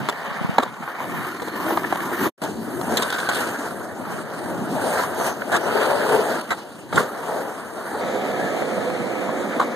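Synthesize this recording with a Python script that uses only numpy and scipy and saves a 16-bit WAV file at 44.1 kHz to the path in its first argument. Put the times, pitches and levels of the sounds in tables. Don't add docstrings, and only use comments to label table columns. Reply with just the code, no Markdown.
import sys
import numpy as np
from scipy import signal
from scipy.fft import rfft, irfft, next_fast_len
from scipy.io import wavfile
from scipy.ndimage import map_coordinates

SR = 44100
rng = np.random.default_rng(int(sys.argv[2]) if len(sys.argv) > 2 else 0)


def bounce(signal):
    frames = np.transpose(np.atleast_2d(signal))
    limited = np.clip(frames, -1, 1)
    pcm = np.round(limited * 32767).astype(np.int16)
    wavfile.write(sys.argv[1], SR, pcm)


def volts(x):
    e = np.asarray(x, float) / 20
    return 10 ** e


N = 429975
STEPS = np.arange(0, N, 64)
LAYER_EDGES_HZ = 400, 950, 2600, 5300, 10000


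def table(rows):
    s, *columns = np.transpose(rows)
    return np.array([np.interp(np.arange(N) / SR, s, c) for c in columns])


def fine(coarse):
    return np.interp(np.arange(N), STEPS, coarse)


def at_hz(points, hz):
    points_hz, values = np.transpose(points)
    return np.interp(np.log(hz), np.log(points_hz), values)


def rms_one(x):
    return x / np.sqrt(np.mean(x ** 2) + 1e-20)


def drift(rate_hz):
    r = np.exp(-40 * np.pi * rate_hz / SR)
    noise = rng.standard_normal(N // 20 + 4002)
    slow = signal.lfilter([1], [1, -2 * r, r * r], noise)[4000:]
    return np.interp(STEPS / 20, np.arange(len(slow)), rms_one(slow))


def swell(t, s, length_s):
    return np.exp(-((t - s) / (length_s / 2)) ** 2)


def ring(x, hz, t60_s):
    r, w = volts(-60 / (t60_s * SR)), 2 * np.pi * hz / SR
    return signal.lfilter([0, np.sin(w)], [1, -2 * r * np.cos(w), r * r], x)


def pair(mid, side, hz):
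    # pitch in Hz, left-right likeness from 0 to 1.
    likeness = [(60, 0.79), (130, 1), (400, 0.97), (1000, 0.63), (2000, 0.045), (4000, 0.31), (7000, 0.049),
                (14000, 0.051)]
    alike = np.clip(at_hz(likeness, hz), 0, 1)
    return np.sqrt(.5 + alike / 2) * mid + np.sqrt(.5 - alike / 2) * side * [[1], [-1]]


def grounds():
    t = STEPS / SR
    yard_step_s = 8.6, 8.01
    yard = np.interp(t, yard_step_s, [0, 1])
    bank = t < 2.35
    return np.array([bank, (1 - yard) * ~bank, yard])


def parts_db():
    # start in seconds, deck load in dB, truck chatter in dB, nearness in dB.
    ride = [(0, -28, -33.5, -24.5), (.54, -28, -31, -24), (.95, -30.5, -35, -13.5),
            (1.27, -36.5, -32.5, 0.5), (2.1, -39, -32, 6.5), (2.46, -26.5, -30.5, -1.5),
            (2.8, -35, -37.5, 10.5), (3.1, -28, -26.5, -5.5), (3.55, -32.5, -32, 2), (3.9, -30.5, -39, -3),
            (4.3, -33.5, -36.5, -6), (5.1, -28, -36, -2), (5.8, -19, -28, -10), (6.3, -19.5, -28.5, -10),
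            (7.1, -29.5, -34.5, -4.5), (7.7, -35, -38, -1.5), (8.0, -23.5, -34, -7.5),
            (9.75, -25.5, -34.5, -5.5)]
    parts = [(250, 1, 0.086, 1, 0.4), (600, 0.75, 0.36, 0.14, 0.74), (1500, 0.049, 1.08, 0.081, 0.76),
             (3700, 0.091, 1.44, 0.06, 0.51), (7500, 0.066, 0.98, 0.26, 0.47),
             (12000, 0.3, 1.03, 0.52, 0.58)]
    balance_db = [(-30, -39, -37, -47, -49.5, -45.5), (-31.5, -38, -37, -46, -46, -48.5),
                  (-29, -34.5, -35, -45, -47, -52.5)]
    # centre in seconds, length in seconds, deck gain in dB,
    # deck pitch in Hz, grit gain in dB.
    pumps = [(0.03, 0.29, 5, 250, 3.5), (1.103, 0.25, 2, 403, 1), (1.55, 0.56, -4.5, 1110, -2.5),
             (1.693, 0.17, 16, 570, 7.5), (1.846, 0.13, 4, 400, 1.5), (2.302, 0.15, 9, 330, 8),
             (2.558, 0.2, -13, 1500, -7), (2.932, 0.17, 9, 460, 4), (3.213, 0.3, -8, 1500, -2),
             (3.382, 0.08, 7, 810, 6), (4.136, 0.11, 5, 1310, 6.5), (4.562, 0.65, 9, 250, 2),
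             (4.72, 0.048, 1.5, 250, 3), (4.845, 0.16, 8.5, 566, 7.5), (4.988, 0.18, 12.5, 1320, 11.5),
             (5.204, 0.11, 4.5, 910, 7.5), (5.277, 0.069, 7.5, 925, 11), (5.827, 0.11, 4.5, 1400, 4.5),
             (6.138, 0.12, 2.5, 450, 3.5), (6.414, 0.0084, 5, 900, 9.5), (6.97, 0.11, 14.5, 950, 14),
             (7.362, 0.22, 9.5, 605, 4.5), (8.485, 1, 2, 400, 2.5), (9.446, 0.45, 2.5, 250, 0.5)]
    # start in seconds, length in seconds, level in dB.
    lifts = [
        (0.634, 0.17, -8),
        (1.292, 0.14, -4),
        (5.308, 0.2, -6.5),
        (5.561, 0.092, -2),
        (6.39, 0.57, -15.5),
        (6.614, 0.31, -3),
        (1.418, 0.039, -3),
        (1.735, 0.03, -6),
        (1.785, 0.06, -6.5),
        (1.84, 0.042, -5),
    ]
    mean_load_db, pump_octaves, lift_edge_s = -33, 1.38, 0.03
    hz, *follows, hush = np.transpose(parts)
    t = STEPS / SR
    controls = table(ride) - [[mean_load_db], [mean_load_db], [0]]
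    db = np.transpose(balance_db) @ grounds() + np.transpose(follows) @ controls[:, STEPS]
    for s, length_s, deck_db, deck_hz, grit_db in pumps:
        reach_db = deck_db * np.exp(-(np.log2(hz / deck_hz) / pump_octaves) ** 2)
        gain_db = np.where(hz < LAYER_EDGES_HZ[2], reach_db, grit_db)
        db += gain_db[:, None] * swell(t, s, length_s)
    for s, length_s, lift_db in lifts:
        end_s = max(length_s, lift_edge_s)
        corners_s = s + np.array([0, lift_edge_s, end_s, end_s + lift_edge_s])
        db += lift_db * hush[:, None] * np.interp(t, corners_s, [0, 1, 1, 0])
    return db


def rolling():
    # pitch in Hz, density in dB per Hz.
    bank_colour = [(130, -10.5), (220, -6), (330, -9.5), (480, -11.5), (1000, -11), (1900, -11.5),
                   (3300, -28.5), (4500, -32), (6000, -29.5), (9000, -29), (13000, -22)]
    bowl_colour = [(130, -5.5), (220, -1.5), (480, -7.5), (1000, -10), (1400, -8.5), (2200, -23),
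                   (2700, -25), (3800, -34.5), (5500, -18), (7000, -16.5), (9000, -14), (13000, -18)]
    yard_colour = [(130, -16), (220, -1.5), (480, -9), (700, -9.5), (1000, -28.5), (1900, -32.5),
                   (3300, -27), (4500, -33.5), (6000, -27), (7500, -26), (13000, -37)]
    # pitch in Hz, width in Hz, level in dB.
    deck_rings = [
        [(318, 70, -6), (1054, 240, -3), (1783, 12, -14)],
        [(437, 30, -7.5), (645, 86, -5.5), (500, 84, -8), (1644, 230, -6)],
        [(505.7, 27, -6), (1290, 19, -12), (1712, 40, -12), (2620, 60, -40)],
    ]
    pebbles_per_s = 260, 120, 120
    pebbles_db = -2, -7, -16
    flutter = 1, .9, .5
    layers = volts(parts_db())
    share = grounds()
    bumps = 1.1 * drift(70) + .9 * drift(16)
    uneven = flutter @ share

    edges_hz = 75.6 * 2 ** (np.arange(24) / 3)
    centres_hz = np.sqrt(edges_hz[1:] * edges_hz[:-1])
    layer = np.searchsorted(LAYER_EDGES_HZ, centres_hz)
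    colours = bank_colour, bowl_colour, yard_colour
    power = np.array([volts(2 * at_hz(c, centres_hz)) * centres_hz for c in colours])
    power /= np.array([power[:, layer == k].sum(axis=1) for k in layer]).T

    white = rng.standard_normal((2, 2, N))
    struck = rng.random(N) < fine(pebbles_per_s @ share * volts(4 * drift(12))) / SR
    sizes = volts(4 * np.minimum(rng.exponential(1, N), 3)) * rng.choice([-1, 1], N)
    white[:, 0] += rms_one(struck * sizes) * fine(volts(pebbles_db) @ share)

    out = np.zeros((2, N))
    for k, hz in enumerate(centres_hz):
        band = signal.butter(2, edges_hz[k:k + 2], "band", fs=SR, output="sos")
        mid, side = rms_one(signal.sosfilt(band, white[k % 2]))
        flicker = volts(uneven * (bumps + 2.0 * drift(8.7)))
        gain = np.sqrt(power[:, k] @ share) * layers[layer[k]] * flicker
        out += fine(gain) * pair(mid, side, hz)
    for modes, here in zip(deck_rings, share):
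        for hz, width_hz, db in modes:
            mid, side = rms_one(ring(rng.standard_normal((2, N)), hz, 1.63 / width_hz))
            spells = volts(db + uneven * 3.2 * drift(18.4))
            gain = here * layers[np.searchsorted(LAYER_EDGES_HZ, hz)] * spells
            out += fine(gain) * pair(mid, side, hz)
    return out


def wind():
    # centre in seconds, length in seconds, level in dB.
    gusts = [(0, 0.22, -28), (0.256, 0.14, -41), (0.747, .2, -37), (0.456, 0.35, -34.5),
             (1.15, 0.21, -26.5), (3.2, 2.2, -48), (4.076, 0.25, -29.5), (4.45, 0.41, -31.5),
             (4.7, 0.36, -30.5), (5.85, 0.44, -50), (6.97, 0.17, -24.5), (8.397, .7, -35),
             (9.11, 0.93, -33)]
    # start in seconds, peak in dB, port (positive = left).
    puffs = [
        (0.313, -11, 1),
        (0.412, -3.5, 1),
        (0.446, 1, -1),
        (.482, -34, 1),
        (0.493, 1, -1),
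        (0.531, -15, 1),
    ]
    calm_db, air_db = -48, -69
    lumps = rng.standard_normal((2, N)) * [fine(volts(4.5 * drift(10))), fine(volts(4.5 * drift(10)))]
    lumps += 0.68 * lumps[::-1]
    low = signal.butter(2, [105, 230], "band", fs=SR, output="sos")
    strength = volts(calm_db) + sum(volts(db) * swell(STEPS / SR, s, length_s) for s, length_s, db in gusts)
    out = fine(strength) * rms_one(signal.sosfilt(low, lumps))
    out += volts(air_db) * np.diff(rng.standard_normal((2, N + 1)))
    t = np.arange(1300) / SR
    puff = np.sin(2 * np.pi * 170 * t) * t / 0.0068 * np.exp(1 - t / 0.002)
    for s, db, port in puffs:
        out[int(port < 0), round(s * SR):][:1300] += volts(db) * puff
    return out


def blows(rows, rattle_s, first):
    # pitch in Hz, level in dB, t60 in seconds.
    axles = [
        (3500, 10, 0.032),
        (4000, 16.5, 0.016),
        (4280, 1, 0.011),
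        (6960, 9.5, 0.018),
        (7790, 13, 0.024),
    ]
    board_hz = np.geomspace(210, 2900, 18)
    board_t60_s = .027 * (1000 / board_hz) ** .3
    focus_db, focus_t60_s = 4, .018
    soft_contact_s = .0003
    size = 2600
    out = np.zeros((2, N + size))
    t = np.arange(size) / SR
    air = signal.butter(2, [2400, 15000], "band", fs=SR, output="sos")
    envelope = np.exp(-(t / rattle_s) ** 3) * np.minimum(1, .6 + t / (.3 * rattle_s))
    give = np.hanning(round(soft_contact_s * SR) + 2)
    for s, db, crack_db, loudest_hz in rows:
        hits = rng.random((2, size)) < 3000 / SR
        contacts = hits * rng.standard_normal((2, size)) * envelope
        contacts[:, 20] = first, first * rng.uniform(-.6, .6)
        soft = signal.lfilter(give, 1, contacts)
        strength_db = -7.5 * np.abs(np.log2(board_hz / loudest_hz)) - 2 * np.log2(board_hz / 1100) ** 2
        board = [*zip(board_hz, strength_db, board_t60_s), (loudest_hz, focus_db, focus_t60_s)]
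        sound = np.zeros((2, size))
        for modes, part_db, push in (board, -3.0, soft), (axles, crack_db - 7.0, contacts):
            part = np.zeros((2, size))
            for hz, mode_db, t60_s in modes:
                gain = volts(mode_db + 2 * rng.standard_normal())
                mid, side = ring(push + 1e-18, hz * rng.uniform(0.94, 1.05), t60_s)
                part += gain * pair(mid, side, hz)
            sound += volts(part_db) * part / np.abs(part).max()
        grit = signal.sosfilt(air, rng.standard_normal((2, size))) * envelope
        grit = signal.lfilter([1], [1, -.75], pair(*grit, 4000))
        at = round(s * SR)
        out[:, at:at + size] += volts(db) * (sound + volts(crack_db - 15.0) * grit)
    return out[:, :N]


def struck_board():
    # start in
    # seconds, peak in dB, crack in dB, loudest pitch in Hz.
    taps = [(0.087, -7.5, -8.5, 1050), (0.0962, -11.5, -4.5, 945), (0.603, -15, -20, 1240),
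            (0.628, -14, -16, 1000), (0.633, -12.5, -7, 583), (0.662, -17, -44, 1340),
            (0.678, -17.5, -22, 1340), (0.825, -21, -38, 1340), (0.877, -14.5, -42, 1680),
            (0.906, -25, -40, 1400), (1.001, -17.5, -30, 980), (1.397, -16.5, -19, 1670),
            (1.481, -19, -8, 400), (1.559, -17.5, -20, 506), (1.6, -19, -25, 1170),
            (1.65, -24, -25, 1040), (1.663, -14, -20, 700), (1.681, -12, -25, 1500),
            (1.705, -10, -17, 900), (1.82, -19, -30, 942), (1.834, -22, -28, 1340),
            (1.846, -16.5, -33, 1730), (2.003, -12.5, -26, 1820), (2.212, -17, -23, 420),
            (2.259, -15, -25, 333),
            (2.4175, -21, -6, 900), (2.436, -15, -4, 338), (2.812, -13.5, -9, 700),
                 (2.999, -22, 1, 1500), (3.031, -19, 1, 1310), (3.102, -14.5, 1.5, 1220),
                 (3.161, -19, -6, 1500), (3.232, -27, -9, 1500), (3.261, -22, -13, 1500),
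                 (3.333, -18, -4, 1500), (3.367, -16.5, -3, 1500), (3.125, -9.5, -6, 1560),
                 (3.2, -18.5, 1.5, 1500), (3.314, -10.5, -25, 1530), (3.405, -13.5, -7, 900),
                 (4.79, -23, -44, 640), (4.877, -11, -37, 700), (5.157, -14.5, -37, 810),
                 (5.278, -25, -25, 641), (5.419, -10.5, -25, 1500), (2.971, -17, 5.5, 1720),
                 (6.926, -14, -16, 1200), (6.958, -17.5, 2, 695), (8.622, -10, -34, 560),
                 (8.78, -14, -29, 519), (8.9, -14, -30, 700), (9.291, -10, -41, 600)]
    knocks = [
        (0.5825, 1, -15, 930),
        (1.773, -3, -24, 1050),
        (1.9245, -7, -18, 900),
        (1.957, -9, -18, 800),
        (3.2885, -8, -10, 1500),
        (6.506, -14, -6, 1400),
        (6.9765, -5, -25, 1400),
        (7.0045, -9, -25, 480),
        (9.597, -5.5, -22, 1100),
        (9.6135, -8, -22, 1150),
    ]
    rattles = [(0.087, -11.5, -16.5, 1410), (0.596, -10, -19, 1220), (0.622, -15, -13, 1100),
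               (1.419, -12.5, -13.5, 466), (1.474, -14, -22, 298), (1.84, -15.5, -46, 1740),
               (6.929, -13.5, -11.5, 910), (2.114, -11.5, -38, 318), (2.266, -11, -43, 326),
               (2.97, -14, 4.5, 1740), (3.021, -12, -0.5, 1610), (3.183, -13, -7, 1610),
               (3.288, -12, -4, 1480), (3.345, -18.5, -0.5, 936), (4.989, -15, -24, 1460),
               (5.562, -19.5, 5, 750), (6.953, -14, -49, 450), (6.965, -11, -25, 1350),
               (3.138, -16.5, -6.5, 1430), (3.298, -16, -15, 1440), (3.32, -15.5, -16, 1440),
               (9.599, -10.5, -13.5, 1170), (9.617, -12.5, -18, 1170)]
    scrapes = [(1.661, -31.5, -34, 334), (1.71, -16, -38, 323), (2.215, -18, -37, 353),
               (5.197, -14.5, -32, 750), (5.243, -21, -19, 870), (5.277, -34, -19, 656),
               (5.517, -9.5, -10.5, 800), (5.54, -8.5, -9, 780), (6.505, -9.5, -11.5, 1360),
               (6.575, -28.5, -5, 1500), (6.94, -13, -15, 298), (9.624, -15.5, -17, 1100)]
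    out = blows(knocks, rattle_s=.0055, first=3.2)
    out += blows(taps, rattle_s=.0055, first=2.2)
    out += blows(rattles, rattle_s=.013, first=1.3)
    return out + blows(scrapes, rattle_s=.028, first=.8)


def thuds():
    # start in seconds, peak in dB, pitch in Hz.
    heavy_blows = [(0.584, -15, 250), (0.634, -17, 480), (1.776, -16, 420), (1.9255, -14, 310),
                   (1.958, -14, 310), (2.436, -15, 500), (6.927, -15, 300), (6.96, -18, 330),
                   (8.623, -16, 520), (8.901, -18, 600), (5.498, -15, 810), (5.571, -13, 800)]
    t60_cycles = 6.0
    out, t = np.zeros(N), np.arange(2000) / SR
    for s, db, hz in heavy_blows:
        rise = np.minimum(1, t * hz / 0.4)
        bend = np.sin(2 * np.pi * hz * t) + 0.6 * np.sin(2 * np.pi * 1.55 * hz * t)
        out[round(s * SR):][:len(t)] += volts(db - 60 * t * hz / t60_cycles) * rise * bend
    return out


def singing():
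    # centre in seconds, length in seconds, pitch in Hz, width in Hz, level in dB.
    spells = [(1.70, .11, 332, 90, -26), (3.234, 0.39, 1526, 220, -32), (5.26, .14, 6200, 710, -41),
              (5.65, .08, 5900, 700, -47), (5.951, .3, 574, 100, -25), (6.148, .15, 442, 70, -20.5),
              (8.45, 0.15, 1700, 200, -34), (8.803, 0.94, 4160, 280, -52), (1.5, .5, 4250, 370, -52.5),
              (7.356, .15, 513, 120, -31), (5.78, .25, 420, 60, -24), (6.518, .035, 2000, 250, -30),
              (5.545, .06, 1600, 400, -23), (2.979, .02, 3600, 900, -28), (3.03, .025, 3700, 900, -32),
              (3.135, .04, 3700, 1000, -36), (3.36, .05, 3600, 1000, -36), (1.848, .012, 1760, 150, -25),
              (9.525, .04, 1700, 600, -33), (6.979, .011, 1400, 250, -13), (1.7755, .007, 1050, 350, -15),
              (1.928, .008, 800, 500, -18), (9.602, .012, 1150, 300, -19), (.596, 0.0201, 246, 51, -16.5)]
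    out = np.zeros((2, N))
    for s, length_s, hz, width_hz, db in spells:
        at = np.arange(round((s - length_s) * SR), min(N, round((s + length_s) * SR)))
        mid, side = rms_one(ring(rng.standard_normal((2, len(at))), hz, 5.1 / width_hz))
        out[:, at] += volts(db) * swell(at / SR, s, length_s) * pair(mid, side, hz)
    return out


def scene():
    # time in seconds, lead of the left port in samples.
    lead = [(0, 1.5), (1.5, 2), (2.3, 0.5), (2.45, 2.5), (4.5, 3), (5.2, 3), (5.7, 6), (6.7, 1.5), (7.2, 2),
            (7.7, 4.5), (8.2, -2.5), (9.2, -6.5), (9.75, 1.5)]
    board = rolling() + struck_board() + thuds() + singing()
    reading = np.arange(N) + table(lead) * [[.5], [-.5]]
    ports = [map_coordinates(x, [at], order=3, mode="nearest") for x, at in zip(board, reading)]
    return np.array(ports) + wind()


def low_pass(x):
    return signal.sosfilt(signal.butter(12, 14960, fs=SR, output="sos"), x)


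def record(dry):
    # time in seconds, level in dB.
    cut_level = [
        (2.272, 0),
        (2.296, -16),
        (2.308, -60),
        (2.335, -90),
        (2.374, -90),
        (2.379, -28),
        (2.4165, -20),
        (2.4175, 0),
    ]
    cancel_lag_s, top_hz = 16.9 / 44100, 14060
    emptied, filled_second = (-2.0, 0.8, 0.65), (4.3, 0.95, 2.9)
    size = next_fast_len(N + 1000)
    hz = np.fft.rfftfreq(size, 1 / SR)
    turns = hz * cancel_lag_s
    delay, passed = np.exp(-2j * np.pi * turns), hz < top_hz

    def heard(spectrum):
        return irfft(spectrum, size)[:N]

    both = rfft(dry[0] + dry[1], size) * passed / 2
    apart = rfft(dry[0] - dry[1], size) * passed / 2
    apart *= (1 + .93 * delay) * np.where(hz > 3200, .83, 1.1)
    notched = both * (1 - .97 * delay)
    mid, side = heard(notched), heard(apart)

    share = grounds()
    near = np.abs(turns - 1) < .1
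    mid -= fine(np.clip(3 * drift(12) + emptied @ share, 0, 1)) * heard(notched * near)
    for k in range(1, 6):
        often = filled_second @ share if k == 1 else 4
        filled = fine(np.clip(4 * drift(12) + often, 0, 1))
        near = np.abs(turns - k - 1) < .2
        mid += filled * heard(.7 * both * near)
        near = np.abs(turns - k - 1) < .1
        mid -= (1 - filled) * heard(notched * near)
        near = np.abs(turns - k + .5) < .03 + .035 * k
        side -= fine(np.clip(3 * drift(12) + 2.4, 0, 1)) * heard(apart * near)

    wide = np.array([mid + side, mid - side]) * volts(table(cut_level))
    wide = signal.sosfilt(signal.butter(1, 110, "high", fs=SR, output="sos"), wide)
    wide = np.clip(wide, -1.2, 1.2)
    return low_pass(wide)


dry = scene()
out = record(dry)
bounce(out)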